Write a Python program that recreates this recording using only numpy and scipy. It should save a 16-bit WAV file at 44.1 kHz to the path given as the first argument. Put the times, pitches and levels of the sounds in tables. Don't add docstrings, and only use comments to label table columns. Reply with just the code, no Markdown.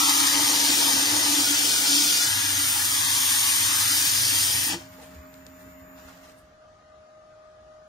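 import sys
import numpy as np
from scipy import signal
from scipy.fft import rfft, irfft, next_fast_len
from scipy.io import wavfile
from scipy.ndimage import uniform_filter1d, map_coordinates

SR = 44100
rng = np.random.default_rng(int(sys.argv[2]) if len(sys.argv) > 2 else 0)


def put_to_file(sound):
    columns = np.atleast_2d(sound).T
    safe = np.clip(columns, -1, 1)
    whole_steps = np.round(safe * 32767)
    wavfile.write(sys.argv[1], SR, whole_steps.astype(np.int16))


def invert_db(x):
    u = np.asarray(x, float) / 20
    return 10 ** u


N = 347489

# (time [s], peak level [dB], frequency [Hz])
TICKS = [(5.341, -38, 4000), (5.4655, -33, 4500), (5.16, -40, 75), (5.185, -40, 70), (4.668, -38, 300),
         (4.698, -33, 330), (4.714, -33, 320), (4.728, -33, 300), (4.7445, -31, 340), (4.7563, -35, 340),
         (4.768, -38, 340), (4.66, -38, 900), (4.68, -37, 880), (4.698, -32, 830), (4.724, -33, 810),
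         (4.74, -34, 900), (4.738, -36, 180), (4.738, -38, 480), (4.986, -47, 840), (4.998, -44, 890),
         (4.986, -46, 510), (5.012, -45, 760), (5.022, -45, 480), (5.026, -47, 720), (6.0, -50, 1150),
         (6.05, -45, 70), (6.43, -50, 60), (7.62, -52, 55), (6.093, -46, 4000), (6.175, -50, 4000),
         (6.258, -47, 4000), (6.298, -45, 4000), (6.32, -49, 4000), (6.378, -51, 4000)]
# (frequency [Hz], likeness [0..1])
ALIKE = [(60, .998), (150, .93), (290, .94), (480, .8), (800, .62), (1600, .25), (2300, .25), (2700, .62),
         (3050, .15), (3500, .2), (4300, .74), (5100, .76), (6300, .55), (7900, .7), (9800, .2),
         (11400, .4), (11900, .82), (12800, .78), (13500, .4), (15500, .7)]
# (frequency [Hz], likeness [0..1])
DIFFUSE = [(60, .998), (130, .95), (300, .75), (480, .42), (900, .15), (1400, .1), (15000, .1)]
# (frequency [Hz], left over right [dB])
SHELVES = [(2000, 0), (3500, 1.5), (5300, 6), (7000, 4), (8500, 0)]
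# (start time [s], motor level [dB], far tone level [dB], left lag of far tone [samples])
SHOTS = [
    (0, -7, -65, -26),
    (2.28, 2, -57.5, -20),
    (4.78, 0, -54.5, -11.5),
    (6.43, -1, -53.5, 9.5),
]
LIFT_S = 4.735


def unit(x):
    return x / np.sqrt(np.mean(x ** 2) + 1e-20)


def along(points, hz):
    f, v = np.transpose(points)
    return np.interp(np.log(hz + 1), np.log(f + 1), v)


def curves(rows):
    s, *cols = np.transpose(rows)
    return [np.interp(np.arange(N) / SR, s, c) for c in cols]


def held(rows, glide_s):
    s, *cols = np.transpose(rows)
    row = np.searchsorted(s[1:], np.arange(N) / SR)
    return [uniform_filter1d(c[row], round(glide_s * SR), mode="nearest") for c in cols]


def swells(rows):
    t = np.arange(N) / SR
    return sum(db * np.exp(-((t - s) / half) ** 2) for s, db, half in rows)


def ramp(start, takes):
    return np.clip((np.arange(N) / SR - start) / takes, 0, 1)


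def wobble(rate):
    return map_coordinates(rng.standard_normal(int(N * rate / SR) + 4), [np.arange(N) * rate / SR])


def filtered(x, response):
    m = next_fast_len(N + 8192)
    return irfft(rfft(x, m) * response(np.fft.rfftfreq(m, 1 / SR)), m)[..., :N]


def colour(spectrum):
    return lambda hz: invert_db(along(spectrum, hz)) * (hz > spectrum[0][0]) * (hz < spectrum[-1][0])


def modes(table):
    def response(f):
        return sum(invert_db(db) * (1j * f * w / (c * c - f * f + 1j * f * w)) ** 2 for c, w, db in table)
    return response


def noise(patchy_db, grain_db=0):
    z = signal.stft(rng.standard_normal((2, N)), nperseg=512)[2]
    field = uniform_filter1d(rng.standard_normal(z.shape[1:]), size=5, axis=0)
    field = uniform_filter1d(field, size=10, axis=1)
    pair = signal.istft(z * invert_db(patchy_db * unit(field)), nperseg=512)[1][:, :N]
    return pair * invert_db(grain_db * wobble(900))


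def ports(pair, response, alike, near=0, lean=None):
    # (frequency [Hz], left lead [rad])
    lead = [(200, 0), (340, .1), (600, .7), (1000, 1.1), (1500, 1.2), (2700, 3), (4200, 6.7), (5300, 6.9),
            (6300, 6.9), (7600, 9.4), (8200, 9.4), (8900, 7.2), (11300, 6.2), (13500, 6.4), (14500, 7.1),
            (15300, 9.4)]
    # (frequency [Hz], left over right [dB])
    sideways = [(100, 0), (290, 1.3), (400, 2), (800, 7.5), (2100, 9.5), (2700, 6), (3200, 10), (3700, 10),
                (4300, 1.5), (5100, 1.5), (6000, 3.5), (8000, .5), (12000, 0)]
    m = next_fast_len(N + 8192)
    hz = np.fft.rfftfreq(m, 1 / SR)
    turn = np.arccos(np.clip(along(alike, hz), 0, 1)) / 2
    mid, side = rfft(pair, m) * (response(hz) * [np.cos(turn), np.sin(turn)])
    if lean is None:
        offset = invert_db(near * along(sideways, hz) / 2) * np.exp(.5j * near * along(lead, hz))
    else:
        offset = invert_db(near * along(lean, hz) / 2)
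    both = irfft(np.array([(mid + side) * offset, (mid - side) / offset]), m)[:, :N]
    return both / np.sqrt(np.mean(both.mean(0) ** 2))


def tones(lines, drift_hz, waver_db):
    out = 0
    for hz, db in lines:
        level = np.sqrt(2) * invert_db(db + waver_db * wobble(29))
        phase = 2 * np.pi * np.cumsum(hz + drift_hz * wobble(9)) / SR
        out = out + level * np.sin(phase)
    return out


def lifted():
    drop_db, takes_s, fade_db_per_s = 17, 0.047, 150
    return -drop_db * ramp(LIFT_S, takes_s) - fade_db_per_s * ramp(LIFT_S + takes_s, 1)


def sanding():
    # (time [s], level [dB])
    hand = [(0.0, -22.5), (0.04, -24), (0.6, -24.5), (0.66, -23.5), (1.12, -25.5), (1.26, -25),
            (1.78, -24.5), (1.84, -25), (1.94, -23), (2.22, -25), (2.33, -26.5), (2.84, -28.5),
            (3.22, -25.5), (3.72, -26), (3.92, -25.5), (4.44, -26), (4.72, -31.5)]
    # (frequency [Hz], density [dB per Hz])
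    grit_band = [(1500, -36), (2300, -6.5), (3100, -3.5), (4500, -3.5), (6500, -1), (8000, -2.5),
                 (9000, -25)]
    # (frequency [Hz], density [dB per Hz])
    sheen_band = [(7400, -63.5), (8300, 0.5), (9300, 1), (10400, -4.5), (11400, -8), (15000, -5),
                  (15900, -3.5)]
    # (frequency [Hz], density [dB per Hz])
    hollow_band = [(600, -29), (950, -13), (1150, -8), (1350, -8), (1700, -3), (2000, -2), (2200, -9),
                   (2600, -18.5), (3200, -30.5)]
    # (time [s], resonance [Hz], peak re hollow [dB], hollow level [dB])
    air = [(0, 1180, 5, -34.5), (.3, 1180, -5, -33), (.55, 1152, -26, -35), (1.05, 1158, -19.5, -34),
           (1.4, 1190, -19, -36.5), (1.46, 1440, -5.5, -37.5), (2.25, 1440, -3.5, -37.5),
           (2.32, 1540, -5.5, -35), (2.8, 1460, -11, -36.5), (3.0, 1045, -4, -36.5), (3.7, 1030, -10, -34),
           (4.05, 1610, -10, -36), (4.4, 1890, -13, -38.5), (4.75, 1810, -7.5, -39)]
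    # (frequency [Hz], width [Hz], level [dB])
    bite_band = [(4920, 2000, 0)]
    # (start time [s], level re grit [dB])
    bites = [
        (0, -19.5),
        (.25, -15),
        (1.44, -12.5),
        (1.9, -9.5),
        (2.28, -23),
        (3.9, -12),
    ]
    # (frequency [Hz], width [Hz], level [dB])
    rim_band = [(2700, 1100, 0)]
    # (time [s], level [dB], half length [s])
    scrapes = [
        (.1, 2.5, 0.011),
        (.205, 2, 0.008),
        (.274, 3, .004),
        (1.385, 1.5, 0.0086),
        (1.955, 1.5, 0.016),
        (2.17, 0.5, 0.0072),
        (2.85, 2, 0.0085),
        (4.298, 1.5, 0.0074),
    ]
    # (time [s], level [dB], half length [s])
    dusty = [(.15, 1, 0.18), (.36, -1, .04), (.5, 1, .04), (.7, -0.5, 0.051), (.9, 1, .04), (1.1, -1, .1),
             (1.3, 1, .04), (1.55, -2, 0.039), (2.08, 1.5, .05), (2.45, -1, .04), (2.75, 2, .15),
             (3.05, -1, .04), (3.3, 1, .04), (3.5, 1, .04), (3.7, -1, 0.041), (3.95, 1, .04),
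             (4.15, -1, .04), (4.4, 1, .04)]

    grit_db, = curves(hand)
    sheen_db = -28.5 + 0.51 * (grit_db + 24.5) + swells(dusty)
    sheen_db = sheen_db + 2 * ramp(2.83, 0.37)
    sheen_db = sheen_db - 9.5 * ramp(LIFT_S - .05, 0.042)
    air_hz, air_db, hollow_db = curves(air)
    judder = invert_db(0.28 * wobble(7.03) + swells(scrapes))

    scratch = noise(patchy_db=0.46, grain_db=1.0)
    grit = ports(scratch, colour(grit_band), ALIKE, near=0.9)
    bite_gain = invert_db(held(bites, glide_s=0.053)[0])
    grit = grit + bite_gain * ports(scratch, modes(bite_band), ALIKE, near=0.88)
    rim_gain = invert_db(-12.5) * ramp(4.3, 0.43)
    grit = grit + rim_gain * ports(scratch, modes(rim_band), ALIKE, near=0.92)
    sheen = ports(scratch, colour(sheen_band), ALIKE, near=0.94)
    hiss = invert_db(grit_db) * grit + invert_db(sheen_db) * sheen

    inside = noise(patchy_db=-1.0)
    hollow = ports(inside, colour(hollow_band), ALIKE, near=0.92)
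    for centre in np.geomspace(950, 1900, 6):
        share = np.clip(1 - abs(np.log(air_hz / centre)) / 0.17, 0, 1)
        resonance = ports(inside, modes([(centre, 200, 0)]), ALIKE, near=0.84)
        hollow = hollow + invert_db(air_db) * share * resonance
    return judder * invert_db(lifted()) * (hiss + invert_db(hollow_db - 2) * hollow)


def tube():
    # (start time [s], wall ring level [dB], spindle thrum level [dB], rub
    # level [dB], shell ring level [dB], wall note [Hz])
    stages = [
        (0, -35, -50.5, -49.5, -33, 286.2),
        (.12, -33.5, -49.5, -50, -36.5, 286),
        (.3, -34.5, -52.5, -45, -37.5, 287),
        (.5, -34.5, -54, -43.5, -40, 286.7),
        (1.0, -36, -52, -45, -40, 288.4),
        (1.44, -39.5, -51.5, -46.5, -46.5, 289),
        (2.28, -47.5, -46, -56.5, -46, 290),
        (3.95, -47.5, -42, -53.5, -48, 290),
    ]
    # (time [s], level [dB], half length [s])
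    sings = [(.02, 3, .02), (.06, -3.5, .02), (.12, 2.5, .035), (.18, -2.5, .02), (.29, -4.5, .04),
             (.4, 4.5, .035), (.46, -7, .02), (.5, 3, .02), (.59, -1.5, 0.054), (.71, 2.5, .03),
             (.84, 3, 0.043), (.9, -5, .02), (.94, 3, .02), (1.06, -2, .025), (1.18, 0, .02),
             (1.22, -4, .02), (1.3, 6, .03), (1.38, 4.5, .04), (1.51, 5.5, 0.056), (1.58, -2, .02),
             (1.63, 2, .03), (1.73, -4.5, 0.044), (1.87, -6, .02), (1.96, 8.5, 0.078), (2.17, -6, 0.038),
             (2.3, -5.5, 0.056), (2.52, 6, 0.12), (2.62, 4.5, 0.034), (2.77, 4, 0.029), (3.06, 4.5, 0.094),
             (3.27, -3.5, .03), (3.72, 5.5, 0.045), (3.83, -6, 0.032), (3.97, 5, 0.045), (4.2, -5, .08),
             (4.33, 3.5, .03), (4.65, 3.5, 0.043)]
    # (time [s], level [dB], half length [s])
    lurches = [(.46, 7.5, 0.12), (.67, -8.5, .04), (1.15, 9.5, .1), (1.55, 5, .06), (2.32, 6, .04),
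               (2.5, 5.5, 0.12), (2.84, 4, .04), (3.02, 3, .03), (3.12, 4.5, .03), (3.3, 2, 0.09),
               (3.67, 6, 0.036), (3.82, 5.5, 0.037), (4.05, -7, .06), (4.22, -1, .04), (4.55, 1, .1),
               (4.68, -10, 0.032)]
    # (frequency [Hz], width [Hz], level [dB])
    wall_modes = [(283.6, 17.5, -5.5), (303.3, 34.6, -1.5)]
    # (frequency [Hz], width [Hz], level [dB])
    shell_modes = [(860, 100, -2), (925, 60, -1), (1100, 50, -8), (1212, 35, -5)]
    # (frequency [Hz], width [Hz], level [dB])
    spindle_modes = [(98.8, 14, -0.5), (116, 16, 0)]
    # (frequency [Hz], density [dB per Hz])
    rub_band = [(25, -37), (60, -5.5), (140, -3.5), (220, 0), (500, -1), (750, 0), (1000, -11.5)]

    ring_db, thrum_db, rub_db, shell_db, note_hz = held(stages, glide_s=.06)
    jolt = swells([(4.745, 1, 0.03)])
    ring_db = ring_db + swells(sings) + 5 * jolt
    thrum_db = thrum_db + swells(lurches)

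    steady = np.clip((ring_db + 50) / 10, .5, 1)
    note = invert_db([[.6], [-.6]]) * tones([(note_hz, -3.0)], drift_hz=5.5, waver_db=1.3)
    ring = steady * note + 0.46 * ports(noise(patchy_db=-3.5), modes(wall_modes), ALIKE, near=1.0)
    ring = invert_db(ring_db) * ring
    shell = ports(noise(patchy_db=-2.5), modes(shell_modes), ALIKE, near=0.81)
    shell = invert_db(shell_db + 8 * jolt) * shell

    shake = tones([(96.5, 0.0026)], drift_hz=1.54, waver_db=1.0)
    shake = shake + tones([(117, -8.5)], drift_hz=6, waver_db=5.0)
    shake = shake + 0.51 * ports(noise(patchy_db=-3.5), modes(spindle_modes), ALIKE)
    thrum = invert_db(thrum_db - 3.0 - 3 * ramp(LIFT_S, 0.045)) * (1 - ramp(LIFT_S, 0.27)) * shake

    rub = ports(noise(patchy_db=1.5), colour(rub_band), ALIKE, near=0.9)
    rub = invert_db(rub_db + 2.5 + 10 * jolt) * rub
    return invert_db(lifted()) * (ring + shell + rub) + thrum


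def motor():
    # (frequency [Hz], rms level [dB])
    orders = [(70.0, -62), (177.6, -61.5), (266.4, -55.5)]
    # (frequency [Hz], rms level [dB])
    whine_lines = [(6724, -82.5), (6812, -85.5), (6988, -77.5), (7079, -73.5), (7289, -79.5),
                   (14061, -68.5), (14223, -79.5), (14312, -83), (14492, -72), (14579, -81.5)]
    # (frequency [Hz], density [dB per Hz])
    drone_band = [(25, -12), (65, -4), (130, -6), (300, -11), (700, -18.5), (1100, -12), (1800, -12.5),
                  (2700, -20.5), (3300, -31), (6500, -31.5), (10500, -37.5), (11800, -48.5), (13200, -50)]
    # (frequency [Hz], density [dB per Hz])
    fizz_band = [(6500, -40.5), (6750, -11), (7200, -7), (7400, -42.5), (13300, -41), (13500, -13.5),
                 (13800, -4), (14550, -1), (14750, -29)]

    drone = ports(noise(patchy_db=1.5), colour(drone_band), DIFFUSE, near=1, lean=SHELVES)
    drone = invert_db(-54.5) * drone
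    fizz = invert_db(-64.0) * ports(noise(patchy_db=2.0), colour(fizz_band), DIFFUSE)
    whine = tones(whine_lines, drift_hz=3, waver_db=-1.5)
    whine = np.array([whine, np.roll(whine, 1)])

    hum = tones(orders[:1], drift_hz=2.1, waver_db=4.0) + tones(orders[1:2], drift_hz=1.9, waver_db=2.0)
    throb_hz, throb_depth, dip_s = 7.35, .6, 5.19
    beat = np.cos(np.pi * throb_hz * (np.arange(N) / SR - dip_s)) ** 6
    third = tones(orders[2:], drift_hz=1.2, waver_db=.8) * invert_db([[-.5], [5]])
    hum = hum + third * (1 - throb_depth * beat)

    fade = 1 - .99 * ramp(6.06, 0.57)
    thin = fade ** 0.55 * (fizz + invert_db(4.0) * whine)
    return invert_db(held(SHOTS, glide_s=.06)[0]) * fade ** 1.4 * (drone + thin + hum)


def shop():
    # (frequency [Hz], density [dB per Hz])
    still_band = [(25, -1), (70, 0), (200, -7), (450, -11.5), (650, -3), (900, -14.5), (1230, -9),
                  (1850, -12.5), (2300, -20.5), (2900, -21), (6200, -25.5), (8000, -30.5), (10500, -40),
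                  (12500, -50), (15300, -56)]
    # (frequency [Hz], level [dB])
    overtones = [
        (1241, -12),
        (802, -21),
    ]
    # (frequency [Hz], width [Hz], level [dB])
    fuzz_modes = [(1190, 20, 0), (686, 20, -3)]
    # (time [s], level [dB], half length [s])
    sags = [
        (6.2, -0.5, .15),
        (6.14, -4, .04),
        (6.5, -5, .1),
        (6.8, -8, .06),
        (7, -1.5, .12),
    ]
    # (time [s], level [dB], half length [s])
    drifts = [
        (4.95, 0.5, .2),
        (5.45, -3, 0.11),
        (5.75, 0.5, 0.099),
        (6.3, -3, 0.26),
        (6.75, -2.5, 0.22),
        (7.4, -1.5, 0.4),
    ]

    _, tone_db, lag = held(SHOTS, glide_s=0.072)
    note = tones([(620.7, .6)], drift_hz=0.86, waver_db=0.8) * invert_db(swells(sags))
    fuzz = unit(filtered(noise(patchy_db=2.5)[0], modes(fuzz_modes)))
    upper = tones(overtones, drift_hz=1.3, waver_db=1.6) + invert_db(-13.5) * fuzz
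    lean = invert_db(4 * ramp(6.4, .3))
    left = np.interp(np.arange(N) - lag, np.arange(N), note + lean * upper)
    left = invert_db(2.5 + swells(drifts)) * left
    song = invert_db(tone_db) * np.array([left, note + upper / lean])

    murmur = ports(noise(patchy_db=1.2), colour(still_band), DIFFUSE, near=1, lean=SHELVES)
    return song + invert_db(-58.5) * ramp(6.0, 0.12) * murmur


def rustling():
    # (time [s], peak level [dB], decay [s], crispness [dB])
    rustles = [(4.8, -48, 0.054, -14), (4.936, -58, 0.033, -7), (5.03, -52.5, 0.055, -8),
               (5.15, -59.5, 0.12, -15), (5.341, -60, .012, -18), (5.37, -64, 0.05, -10),
               (5.467, -56, 0.0047, -6), (5.48, -64, 0.066, -14), (5.61, -59, .05, -7),
               (5.71, -64, .04, -10), (5.8, -63, .02, -12), (5.99, -55, 0.044, -16), (6.09, -54, 0.06, -12),
               (6.17, -64, 0.06, -16), (6.25, -57, .03, -8), (6.3, -59, 0.044, -11),
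               (6.388, -68, 0.025, 3.5)]
    t, body, crisp = np.arange(N) / SR, 0, 0
    for s, db, decay, crisp_db in rustles:
        swell = invert_db(db) * np.exp(-abs(t - s) / np.where(t < s, 0.66 * decay, decay))
        body = body + swell
        crisp = crisp + invert_db(crisp_db) * swell
    return body, crisp


def handling():
    # (frequency [Hz], density [dB per Hz])
    paper_band = [(300, -8), (800, 3), (2500, -3.5), (7000, -8), (8000, -12)]
    level, crisp = rustling()
    crumple = noise(patchy_db=0.5, grain_db=2.0)
    out = level * ports(crumple, colour(paper_band), DIFFUSE)
    out = out + crisp * ports(crumple, colour([(8000, 3), (13300, -6)]), DIFFUSE)

    snap = signal.butter(2, [1800, 8000], "bandpass", fs=SR, output="sos")
    t = np.arange(SR // 10) / SR
    for s, db, hz in TICKS:
        life = .004 + 6 / hz + .02 * (hz < 2000)
        crackle = np.clip(hz / 4000, 0, 1)
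        burst = signal.sosfilt(snap, rng.standard_normal((2, len(t))))
        tick = (1 - crackle) * np.sin(2 * np.pi * hz * t) + crackle * burst
        out[:, round(s * SR):][:, :len(t)] += invert_db(db - 26 * t / life) * tick

    u = np.arange(SR // 100) / SR / .0003
    out[:, round(4.7445 * SR):][:, :len(u)] += invert_db(-22) * (1 - u) * np.exp(-u)
    return out


def scene():
    return sanding() + tube() + motor() + shop() + handling()


def starved(x):
    # (frequency [Hz], share)
    coarse = [(1100, 0), (1300, 1), (1800, 1), (2000, 1.15), (2700, 1.25), (3400, 1.15), (4600, 1.2),
              (5000, .9), (15000, .9)]
    # (low edge [Hz], high edge [Hz])
    thin_bands = [(7580, 8230), (15090, 16100)]
    # (start time [s], end time [s])
    spared_spells = [(.69, .8), (1.4, 1.6), (1.63, 1.87), (2.0, 2.07), (2.17, 2.29), (2.68, 2.86),
                     (2.9, 2.97), (3.76, 3.83), (3.96, 4.1), (4.42, 4.51), (4.64, 4.89), (5.0, 5.21),
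                     (5.25, 5.4), (5.44, 5.75), (5.97, 6.47), (6.67, 6.72), (7.44, 7.54)]
    margin_db, chance_db, streak_db, faint_db, hush_db = 8, 2.7, 3, -4, -103

    frame = dict(window=np.sin(np.pi * (np.arange(2048) + .5) / 2048), nperseg=2048)
    hz, t, z = signal.stft(np.array([x[0] + x[1], x[0] - x[1]]) / 2, SR, **frame)
    band = np.searchsorted(np.r_[110, 200, np.geomspace(700, 16000, 44)], hz)
    level = np.array([[np.mean(abs(c[band == b]) ** 2, 0) for b in range(band.max() + 1)] for c in z])
    level = 10 * np.log10(uniform_filter1d(level, size=3, axis=2) + 1e-30)

    luck = unit(uniform_filter1d(rng.standard_normal(level.shape), size=3, axis=2))
    kept = (level - level[::-1] + chance_db * luck > -margin_db)[:, band]
    kept |= ((hz > 100) & (hz < 1600))[:, None]
    kept |= ((hz > 13400) & (hz < 14700))[:, None] & (t > 4.8) & (t < 6.5)
    thin = np.any([(hz > lo) & (hz < hi) for lo, hi in thin_bands], 0)
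    spared = np.any([(t > a) & (t < b) for a, b in spared_spells], 0)
    kept[0][thin] = spared & (hz[thin] < 15720)[:, None]

    share = along(coarse, hz)[:, None]
    streaks = unit(uniform_filter1d(rng.standard_normal(z.shape), size=3, axis=2)) * share
    sudden = np.any([abs(t - s) < .03 for s, db, pitch in TICKS if pitch > 2000 and db > -40], 0)
    streaks[..., sudden] = 0
    z = z * invert_db(streak_db * streaks - 0.08 * (streak_db * share) ** 2)

    patch = uniform_filter1d(uniform_filter1d(abs(z) ** 2, size=5, axis=1), size=3, axis=2)
    around = uniform_filter1d(patch, size=40, axis=1)
    extra_db = ((hz > 2100) & (hz < 4700))[:, None] * np.where(t < 6.4, 1.2, .6)
    kept &= (patch > invert_db(faint_db + extra_db) ** 2 * around) | (hz < 1600)[:, None]
    kept &= (patch > invert_db(hush_db) ** 2) | ((hz < 11500) | (hz > 13400))[:, None] | (t > 6.5)
    kept[..., sudden] |= (hz < 15720)[:, None]
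    mid, side = signal.istft(z * kept, SR, **frame)[1][:, :N]
    return np.array([mid + side, mid - side])


def band_limit(x):
    return signal.sosfilt(signal.butter(12, 15800, fs=SR, output="sos"), x)


def record(dry):
    heard = filtered(dry, lambda hz: (1j * hz / (35 + 1j * hz)) ** 2 * (hz < 15780))
    mix = starved(heard)
    return band_limit(mix)


dry = scene()
out = record(dry)
put_to_file(out)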